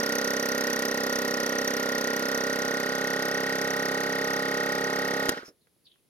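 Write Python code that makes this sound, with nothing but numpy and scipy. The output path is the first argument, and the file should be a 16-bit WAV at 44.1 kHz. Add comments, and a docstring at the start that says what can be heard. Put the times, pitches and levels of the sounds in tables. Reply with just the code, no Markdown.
"""Small air compressor on a motorcycle

A small electric piston compressor pumps up a tank, about 33 strokes a second, with quiet open air behind. Each
stroke knocks, loads the whining, grinding gears and puffs air through a reed valve. The puffs weaken as
pressure builds, and the knocks change tone. The pressure switch snaps off; the crank coasts for two more
strokes and stalls as air leaks back through the valve. Small knocks and a faint, raspy, falling chirp follow."""
import sys
import numpy as np
from scipy import signal
from scipy.fft import rfft, irfft, next_fast_len
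from scipy.io import wavfile

SR = 44100
rng = np.random.default_rng(int(sys.argv[2]) if len(sys.argv) > 2 else 0)


def dump(signal):
    """Clip the signal to [-1, 1] and save it as 16-bit WAV at the path in sys.argv[1]."""
    limited = np.clip(np.atleast_2d(signal).T, -1, 1)
    pcm = np.round(limited * 32767).astype(np.int16)
    wavfile.write(sys.argv[1], SR, pcm)


N = 268569
TIME = np.arange(N) / SR  # seconds

# crank speed under power: (time [s], speed [turns/s])
CRANK_SPEED = [(0, 32.919), (0.6, 32.901), (1.4, 32.75), (2.25, 32.832), (2.7, 33.091), (3.3, 33.18),
               (5.28, 33.743)]
FIRST_TURN = -.021  # crank position at the start, in turns
# the motor loses power, then drag and dry friction stop the crank
SWITCH_OFF_S, COAST_S, FRICTION_TURNS_PER_S2 = 5.288, .118, 46
# while coasting, the knock, the gear noise and the airflow fall as these powers of the speed
FORCE_EXPONENT, GEAR_EXPONENT, AIRFLOW_EXPONENT = 1, 1.24, 1.9
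# the pump's tone changes over from light to heavy back pressure: midpoint and time scale
LOADED_AT_S, LOADING_S = 2.8, .33
# air through the valve dwindles as the tank fills
AIRFLOW_DB, AIRFLOW_LOSS_DB_PER_S = 2.5, 1.32

# spectrum of the open air: (frequency [Hz], relative level per Hz [dB])
OUTDOOR_SPECTRUM = [(30, -14), (160, 0), (450, -4), (750, -14), (1500, -18), (4500, -17), (7000, -21),
                    (8900, -23), (9600, -12), (11200, -12), (12200, -20), (16000, -23)]
# knock in the pump body, before its overall gain:
# (multiple of stroke rate [-], level at low pressure [dB], level at high pressure [dB])
KNOCK_HARMONICS = [(3, -66, -68.5), (4, -60.5, -52.5), (5, -50.5, -47.5), (6, -47.5, -44),
                   (7, -39.5, -50.5), (8, -39, -38.5), (9, -42.5, -52.5), (10, -49, -48.5),
                   (11, -55.5, -45.5), (12, -41, -42), (13, -48, -43), (14, -36.5, -36.5), (15, -43.5, -62),
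                   (16, -42.5, -44.5), (17, -41, -44.5), (18, -39.5, -39.5), (19, -50, -53),
                   (20, -52, -54.5), (21, -54.5, -53), (22, -53, -51.5), (23, -62, -51), (24, -52.5, -48),
                   (25, -46, -40.5), (26, -65.5, -55.5), (27, -55.5, -51.5), (28, -65.5, -62.5),
                   (29, -58, -58), (30, -47, -52.5), (31, -46.5, -48.5), (32, -51.5, -61)]
# blows within one turn:
# (place [turn], relative level [dB], frequency it shakes most [Hz], push 1 or pull -1 [-])
BLOWS_PER_TURN = [(0, 5, 610, 1), (.08, -10.5, 232, -1), (0.151, -4.5, 430, 1), (.234, 1.5, 880, 1),
                  (0.562, -1.5, 408, 1), (.91, -1.5, 536, 1)]
# housing rings, each swelling where the gear teeth load it, before random unevenness:
# (frequency [Hz], loudest at [turn], spread [turns], level at low pressure [dB], at high pressure [dB])
HOUSING_RINGS = [(1887, 0.27, 0.062, -27, -27), (1886, 0.48, 0.093, -30, -30),
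                 (1490.4, 0.45, 0.076, -30, -34), (1422, 0.86, 0.115, -33, -32),
                 (1500, .74, 0.083, -40.5, -34), (2126, 0.16, 0.081, -40, -35)]
# steady gear and motor tones, counts rounded when used:
# (cycles per turn [-], level at low pressure [dB], level at high pressure [dB])
GEAR_TONES = [(37, -51.5, -41.5), (43, -44, -51), (45, -44.5, -52.5), (136.9, -49.5, -49.5)]
# spectrum of the grinding tooth flaws: (frequency [Hz], relative level per Hz [dB])
GRIND_SPECTRUM = [(800, -17), (1080, -6), (1400, 5), (1700, -1.5), (2100, -7.5), (2450, -11.5), (3200, -11),
                  (4400, -7.5), (5500, -14), (7000, -27.5), (8000, -25.5), (11000, -21), (16000, -37)]
# spectrum of the loose gear train: (frequency [Hz], relative level per Hz [dB])
RATTLE_SPECTRUM = [(30, -12.5), (70, -10), (130, -15), (280, 1.5), (480, 4), (700, -0.5), (1100, 0),
                   (1430, -2), (1680, -6.5), (1900, -8), (2300, -6.5), (4500, -10.5), (8000, -21),
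                   (16000, -29.5)]
# spectrum of rushing air: (frequency [Hz], relative level per Hz [dB])
PUFF_SPECTRUM = [(1500, -5.5), (2500, -2.5), (3300, -10.5), (4500, -0.5), (5300, 0.5), (6200, 2.5),
                 (7400, -13), (9200, -13.5), (10200, -12.5), (11500, -3), (12700, -16), (14000, -17.5),
                 (15600, -15)]
# valve resonances: (frequency [Hz], width [Hz], relative level [dB])
VALVE_RINGS = [(5270, 96, 4), (5880, 127, 3.5), (10140, 76, -4), (12150, 200, 2)]
# the switch, the piston rocking to rest, small knocks:
# (time [s], level [dB], time to fall 60 dB [s], upper frequency [Hz])
CLICK_EVENTS = [(5.2875, -31, .02, 6000), (5.2912, -25, .012, 14000), (5.2928, -15, .016, 14000),
                (5.375, -36, .07, 1900), (5.432, -44, .07, 600), (5.482, -47.5, .14, 550),
                (5.671, -63, .04, 2200), (5.764, -66, .04, 500), (5.957, -65, .04, 1500)]
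# spectrum of the clicks before dulling: (frequency [Hz], relative level per Hz [dB])
CLICK_SPECTRUM = [(200, -3), (450, 5), (900, -12.5), (1400, 6.5), (2200, 0.5), (3400, -1), (5500, 1),
                  (8000, -11.5), (11500, -1.5), (16000, -12.5)]
# air slips back through the valve on the last slow strokes: (time [s], length [s], level [dB])
AIR_LEAKS = [(5.376, 0.017, -58), (5.452, 0.037, -53.5)]
LEAK_ATTACK_S, LEAK_T60_S = .005, 0.063  # t60 is the time to fall 60 dB
# syllables of the chirp: (time [s], level [dB], starting pitch [Hz], time to fall 60 dB [s])
CHIRP_SYLLABLES = [(5.615, -77, 4180, .25), (5.857, -62, 4540, .05), (5.870, -56, 3800, 0.046),
                   (5.917, -62, 3420, 0.083)]
CHIRP_ATTACK_S, CHIRP_FALL_OCTAVES_PER_S = 0.0054, 4.5
CHIRP_TAIL_DB, CHIRP_TAIL_T60_S = -7.5, 0.32
# the two microphone ports: (frequency [Hz], left minus right level [dB], left lead [rad])
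MICROPHONE_PORTS = [(100, 0.5, 0.34), (250, -3, 0.2), (507, -4, 0), (1026, -0.5, 2), (1560, -4, 2),
                    (1867, -1.7, 0.95), (4000, -0.1, 2.04), (8000, -3.5, 1.3), (12000, -2.2, 1.86)]
CUTOFF_HZ = 16100


def from_db(db):
    """Turn decibels into gain."""
    return 10 ** (np.asarray(db) / 20)


def rms_one(x):
    """Scale to unit power."""
    return x / np.sqrt(np.mean(x ** 2) + 1e-20)


def in_time(rows):
    """Read each column of a curve at every sample."""
    s, *columns = np.transpose(rows)
    return [np.interp(TIME, s, c) for c in columns]


def colour(x, points):
    """Shape a signal with a spectrum and scale it to unit power."""
    hz, db = np.transpose(points)
    size = next_fast_len(N)
    f = np.maximum(np.fft.rfftfreq(size, 1 / SR), 1)
    gain = from_db(np.interp(np.log(f), np.log(hz), db))
    gain = gain * np.minimum(f / hz[0], 1) ** 2  # fade below the first point
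    return rms_one(irfft(rfft(x, size) * gain, size)[..., :N])


def drift(rate):
    """Wander at random with unit power, drawing `rate` new points a second."""
    knots = rng.standard_normal(int(N / SR * rate) + 2)
    return rms_one(np.interp(TIME * rate, np.arange(len(knots)), knots))


def spread(pair, alike):
    """Mix two unrelated signals into a partly alike left and right."""
    alike = np.clip(alike, -1, 1)
    middle = np.sqrt(1 + alike) * pair[0]
    side = np.sqrt(1 - alike) * pair[1] * [[1], [-1]]
    return (middle + side) / np.sqrt(2)


def air(alike):
    """Make white stereo noise."""
    return spread(rng.standard_normal((2, N)), alike)


def resonate(x, hz, width):
    """Ring at one frequency, with a gain of about 1 at the peak."""
    r = np.exp(-np.pi * width / SR)
    top = np.array([1, 0, -1]) * (1 - r * r) / 2
    return signal.lfilter(top, [1, -2 * r * np.cos(2 * np.pi * hz / SR), r * r], x)


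def swell(turn, centre, width):
    """Make a smooth bump once per turn."""
    distance = (turn - centre + .5) % 1 - .5
    return np.exp(-.5 * (distance / width) ** 2)


def envelope(start, attack, hold, t60):
    """Swell up to the start, hold, then die away."""
    early = np.maximum(start - TIME, 0)
    late = np.maximum(TIME - start - hold, 0)
    return np.exp(-early / attack) * from_db(-60 * late / t60)


def crank(powered):
    """Drag and friction leave the crank this share of its speed after the switch opens."""
    coasting = np.maximum(TIME - SWITCH_OFF_S, 0)
    friction = FRICTION_TURNS_PER_S2 * COAST_S / powered
    return np.maximum((1 + friction) * np.exp(-coasting / COAST_S) - friction, 0)


def working_cycle(turn, pace):
    """Gear load and valve follow each knock at their usual pace, even when the crank slows."""
    stroke = np.floor(turn)
    age = TIME - np.interp(stroke, turn, TIME)
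    return stroke + np.clip(age * pace, 0, .999)


def outdoors(level_db=-70.5):
    """Quiet open air is steady shaped noise, partly alike in the two ears."""
    return from_db(level_db) * colour(air(alike=0.48), OUTDOOR_SPECTRUM)


def stroke_sound(levels_db, rate, octaves=0.67):
    """The blows of one stroke set its rhythm; the body sets the strength of each harmonic."""
    order = np.arange(len(levels_db))[:, None] + round(KNOCK_HARMONICS[0][0])
    rhythm = 0
    for at, db, hz, push in BLOWS_PER_TURN:
        octaves_away = np.log2(order * rate / hz)
        shake = np.exp(-.5 * (octaves_away / octaves) ** 2 - 2j * np.pi * order * at)
        rhythm = rhythm + np.sign(push) * from_db(db) * shake
    turn = np.arange(-SR // 20, SR // 20) / SR * rate
    fade = np.clip((.6 - abs(turn - .3)) / .2, 0, 1)
    # only the phase of the summed blows is used here, not their strength
    harmonics = np.cos(2 * np.pi * order * turn + np.angle(rhythm))
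    return fade * np.sum(from_db(levels_db)[:, None] * harmonics, axis=0)


def knocks(turn, pressure, drive, level_db=1.5, uneven_db=0.0):
    """The piston shakes the body on every turn; the sound changes as pressure builds."""
    at = np.flatnonzero(np.diff(np.floor(turn)) > 0)
    force = drive[at] * from_db(level_db + uneven_db * rng.standard_normal(len(at)))
    _, low_db, high_db = np.transpose(KNOCK_HARMONICS)
    out = 0
    # stroke rates in Hz for low and high pressure
    for rate, db, share in ((32.85, low_db, 1 - pressure), (33.4, high_db, pressure)):
        blows = np.zeros(N)
        blows[at] = force * share[at]
        out = out + signal.fftconvolve(blows, stroke_sound(db, rate), "same")
    return out


def tap(turn, speed, drive, level_db=-30, width_s=.00007, low_hz=400):
    """The knock gets its hard edge as the play in the piston rod closes."""
    pulses = drive * swell(turn, 0, width_s * np.maximum(speed, 1))
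    highpass = signal.butter(1, low_hz, "high", fs=SR, output="sos")
    return from_db(level_db) * signal.sosfilt(highpass, pulses)


def gear_whine(turn, cycle, pressure, drive, slack=0.95, uneven_db=1.67):
    """Loaded teeth ring the housing, while gears and motor hum whole cycles per turn."""
    rings, tones = 0, 0
    wander = .3 * drift(40) + .35 * drift(3)  # phase in radians
    for hz, centre, width, low_db, high_db in HOUSING_RINGS:
        since = TIME - np.interp(np.round(turn - centre), turn, TIME)  # seconds from the main blow
        level_db = low_db + (high_db - low_db) * pressure + uneven_db * drift(50)
        tone = np.sin(2 * np.pi * hz * since + wander)
        rings = rings + from_db(level_db) * swell(cycle, centre, width) * tone
    for count, low_db, high_db in GEAR_TONES:
        level_db = low_db + (high_db - low_db) * pressure
        tone = np.sin(2 * np.pi * round(count) * turn + slack * drift(10))
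        tones = tones + drive * from_db(level_db) * tone
    return rings + tones


def tooth_grind(turn, level_db=-40.0):
    """Tooth flaws grind alike on every turn, replayed with a slight wobble."""
    flaws = irfft(np.exp(2j * np.pi * rng.random((2, 668))))
    place = np.linspace(0, 1, flaws.shape[1], endpoint=False)
    wobbling = turn + 0.00024 * drift(18)
    worn = np.array([np.interp(wobbling, place, f, period=1) for f in flaws])
    return from_db(level_db) * colour(spread(worn, alike=0.64), GRIND_SPECTRUM)


def gear_rattle(level_db=-41):
    """Play in the gear train rattles as shaped noise."""
    return from_db(level_db) * colour(air(alike=0.99), RATTLE_SPECTRUM)


def gears(turn, cycle, pressure, drive, load_depth=0.49):
    """The stroke loads the gears, so grind and rattle swell along with the whine."""
    load = 1 + load_depth * (2 * swell(cycle, 0.23, 0.4) - 1)
    noise = tooth_grind(turn) + gear_rattle()
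    return drive * (gear_whine(turn, cycle, pressure, drive) + load * noise)


def valve(turn, airflow, puff_db=-33.5, ring_db=-35.5, squeak_db=-39, uneven_db=1.2,
          decay_turns=0.072, intake=0.098, squeak_hz=5200, glide_hz_per_turn=6500):
    """The reed opens just after the knock: a puff that rings in the valve and a short rising squeak."""
    stroke, phase = np.floor(turn).astype(int) + 1, turn % 1
    # two random numbers per stroke: puff strength and squeak pitch
    strength, tuning = rng.standard_normal((stroke.max() + 1, 2))[stroke].T
    opening = np.clip(phase / 0.036, 0, 1) * np.exp(-np.maximum(phase - .13, 0) / decay_turns)
    breath = opening + intake * swell(turn, 0.58, 0.078) + .15 * swell(turn, 0.99, 0.074)
    flow = airflow * from_db(uneven_db * strength) * breath
    jet = air(alike=0.9)
    puff = colour(jet, PUFF_SPECTRUM)
    ring = rms_one(sum(from_db(db) * resonate(jet, hz, width) for hz, width, db in VALVE_RINGS))
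    pitch = squeak_hz + glide_hz_per_turn * phase + 280 * tuning + 200 * drift(900)
    squeak = swell(phase, 0.31, 0.063) * np.sin(2 * np.pi * np.cumsum(pitch) / SR)
    return flow * (from_db(puff_db) * puff + from_db(ring_db) * ring + from_db(squeak_db) * squeak)


def clicks():
    """Short noise cracks make the switch snap, the piston thuds and the small knocks."""
    crack, out = colour(air(alike=0.86), CLICK_SPECTRUM), 0
    for s, db, t60, bright_hz in CLICK_EVENTS:
        age = np.maximum(TIME - s, 0)
        lowpass = signal.butter(2, min(bright_hz, .45 * SR), fs=SR, output="sos")
        tone = rms_one(signal.sosfilt(lowpass, crack))
        out = out + tone * (TIME >= s) * from_db(db - np.minimum(60 * age / t60, 200))
    return out


def leak(whistle_hz=5330, width_hz=330, hiss_db=-1):
    """Trapped air whistles and hisses back out through the valve as the piston stalls."""
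    jet = air(alike=0.82)
    whistle = resonate(resonate(jet, whistle_hz, width_hz), whistle_hz, width_hz)
    flow = 0
    for s, length, db in AIR_LEAKS:
        flow = flow + from_db(db) * envelope(s, LEAK_ATTACK_S, length, LEAK_T60_S)
    return flow * (rms_one(whistle) + from_db(hiss_db) * colour(jet, PUFF_SPECTRUM))


def chirp(rasp_hz=330, grit_db=1.0):
    """Each gritty syllable falls in pitch, dies quickly and leaves a weak tail."""
    rasp = np.array([np.cumsum(rasp_hz * drift(2300)) for ear in range(2)])
    grit, out = from_db(grit_db * drift(250)), 0
    for s, db, hz, t60 in CHIRP_SYLLABLES:
        pitch = hz * 2 ** (-CHIRP_FALL_OCTAVES_PER_S * np.clip(TIME - s, 0, t60))
        tail = from_db(CHIRP_TAIL_DB) * envelope(s, CHIRP_ATTACK_S, 0, CHIRP_TAIL_T60_S)
        level = envelope(s, CHIRP_ATTACK_S, 0, t60) + tail
        voice = rms_one(grit * np.sin(2 * np.pi * (np.cumsum(pitch) + rasp) / SR))
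        out = out + from_db(db) * level * voice
    return out


def fairing(x, level_db=-9, low_hz=2400, count=8):
    """Nearby panels and dials scatter the treble, by other paths to each ear."""
    treble = signal.sosfilt(signal.butter(2, low_hz, "high", fs=SR, output="sos"), x)
    paths = rng.uniform(.0007, .006, (2, count))  # delays in seconds
    echoes = []
    for side, lags in zip(treble, paths):
        # every other echo is turned upside down
        copies = [(-1) ** k * np.interp(TIME - lag, TIME, side, left=0) for k, lag in enumerate(lags)]
        echoes.append(sum(copies))
    return x + from_db(level_db) * np.array(echoes) / np.sqrt(count)


def microphones(x):
    """The near sound reaches the two ports with unlike level and phase."""
    hz, pan_db, lead = np.transpose(MICROPHONE_PORTS)
    size = next_fast_len(N + SR)
    f = np.fft.rfftfreq(size, 1 / SR)
    # each side takes half of the difference
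    half = from_db(np.interp(f, hz, pan_db) / 2) * np.exp(.5j * np.interp(f, hz, lead))
    return irfft(rfft(x, size) * np.array([half, 1 / half]), size)[:, :N]


def scene():
    """The crank drives every part of the pump; quiet open air lies behind."""
    powered, = in_time(CRANK_SPEED)
    kept = crank(powered)
    turn = FIRST_TURN + np.cumsum(powered * kept) / SR
    cycle = working_cycle(turn, powered)
    pressure = 1 / (1 + np.exp((LOADED_AT_S - TIME) / LOADING_S))  # 0 light, 1 heavy
    drive = kept ** FORCE_EXPONENT
    airflow = from_db(AIRFLOW_DB - AIRFLOW_LOSS_DB_PER_S * TIME) * kept ** AIRFLOW_EXPONENT
    piston = knocks(turn, pressure, drive) + tap(turn, powered * kept, drive)
    gear_noise = gears(turn, cycle, pressure, kept ** GEAR_EXPONENT)
    pump = piston + gear_noise + valve(cycle, airflow) + leak()
    return microphones(fairing(pump + clicks())) + chirp() + outdoors()


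def record(dry):
    """A steep filter removes the very top of the treble."""
    return signal.sosfilt(signal.ellip(10, .2, 80, CUTOFF_HZ, fs=SR, output="sos"), dry)


dry = scene()
out = record(dry)
dump(out)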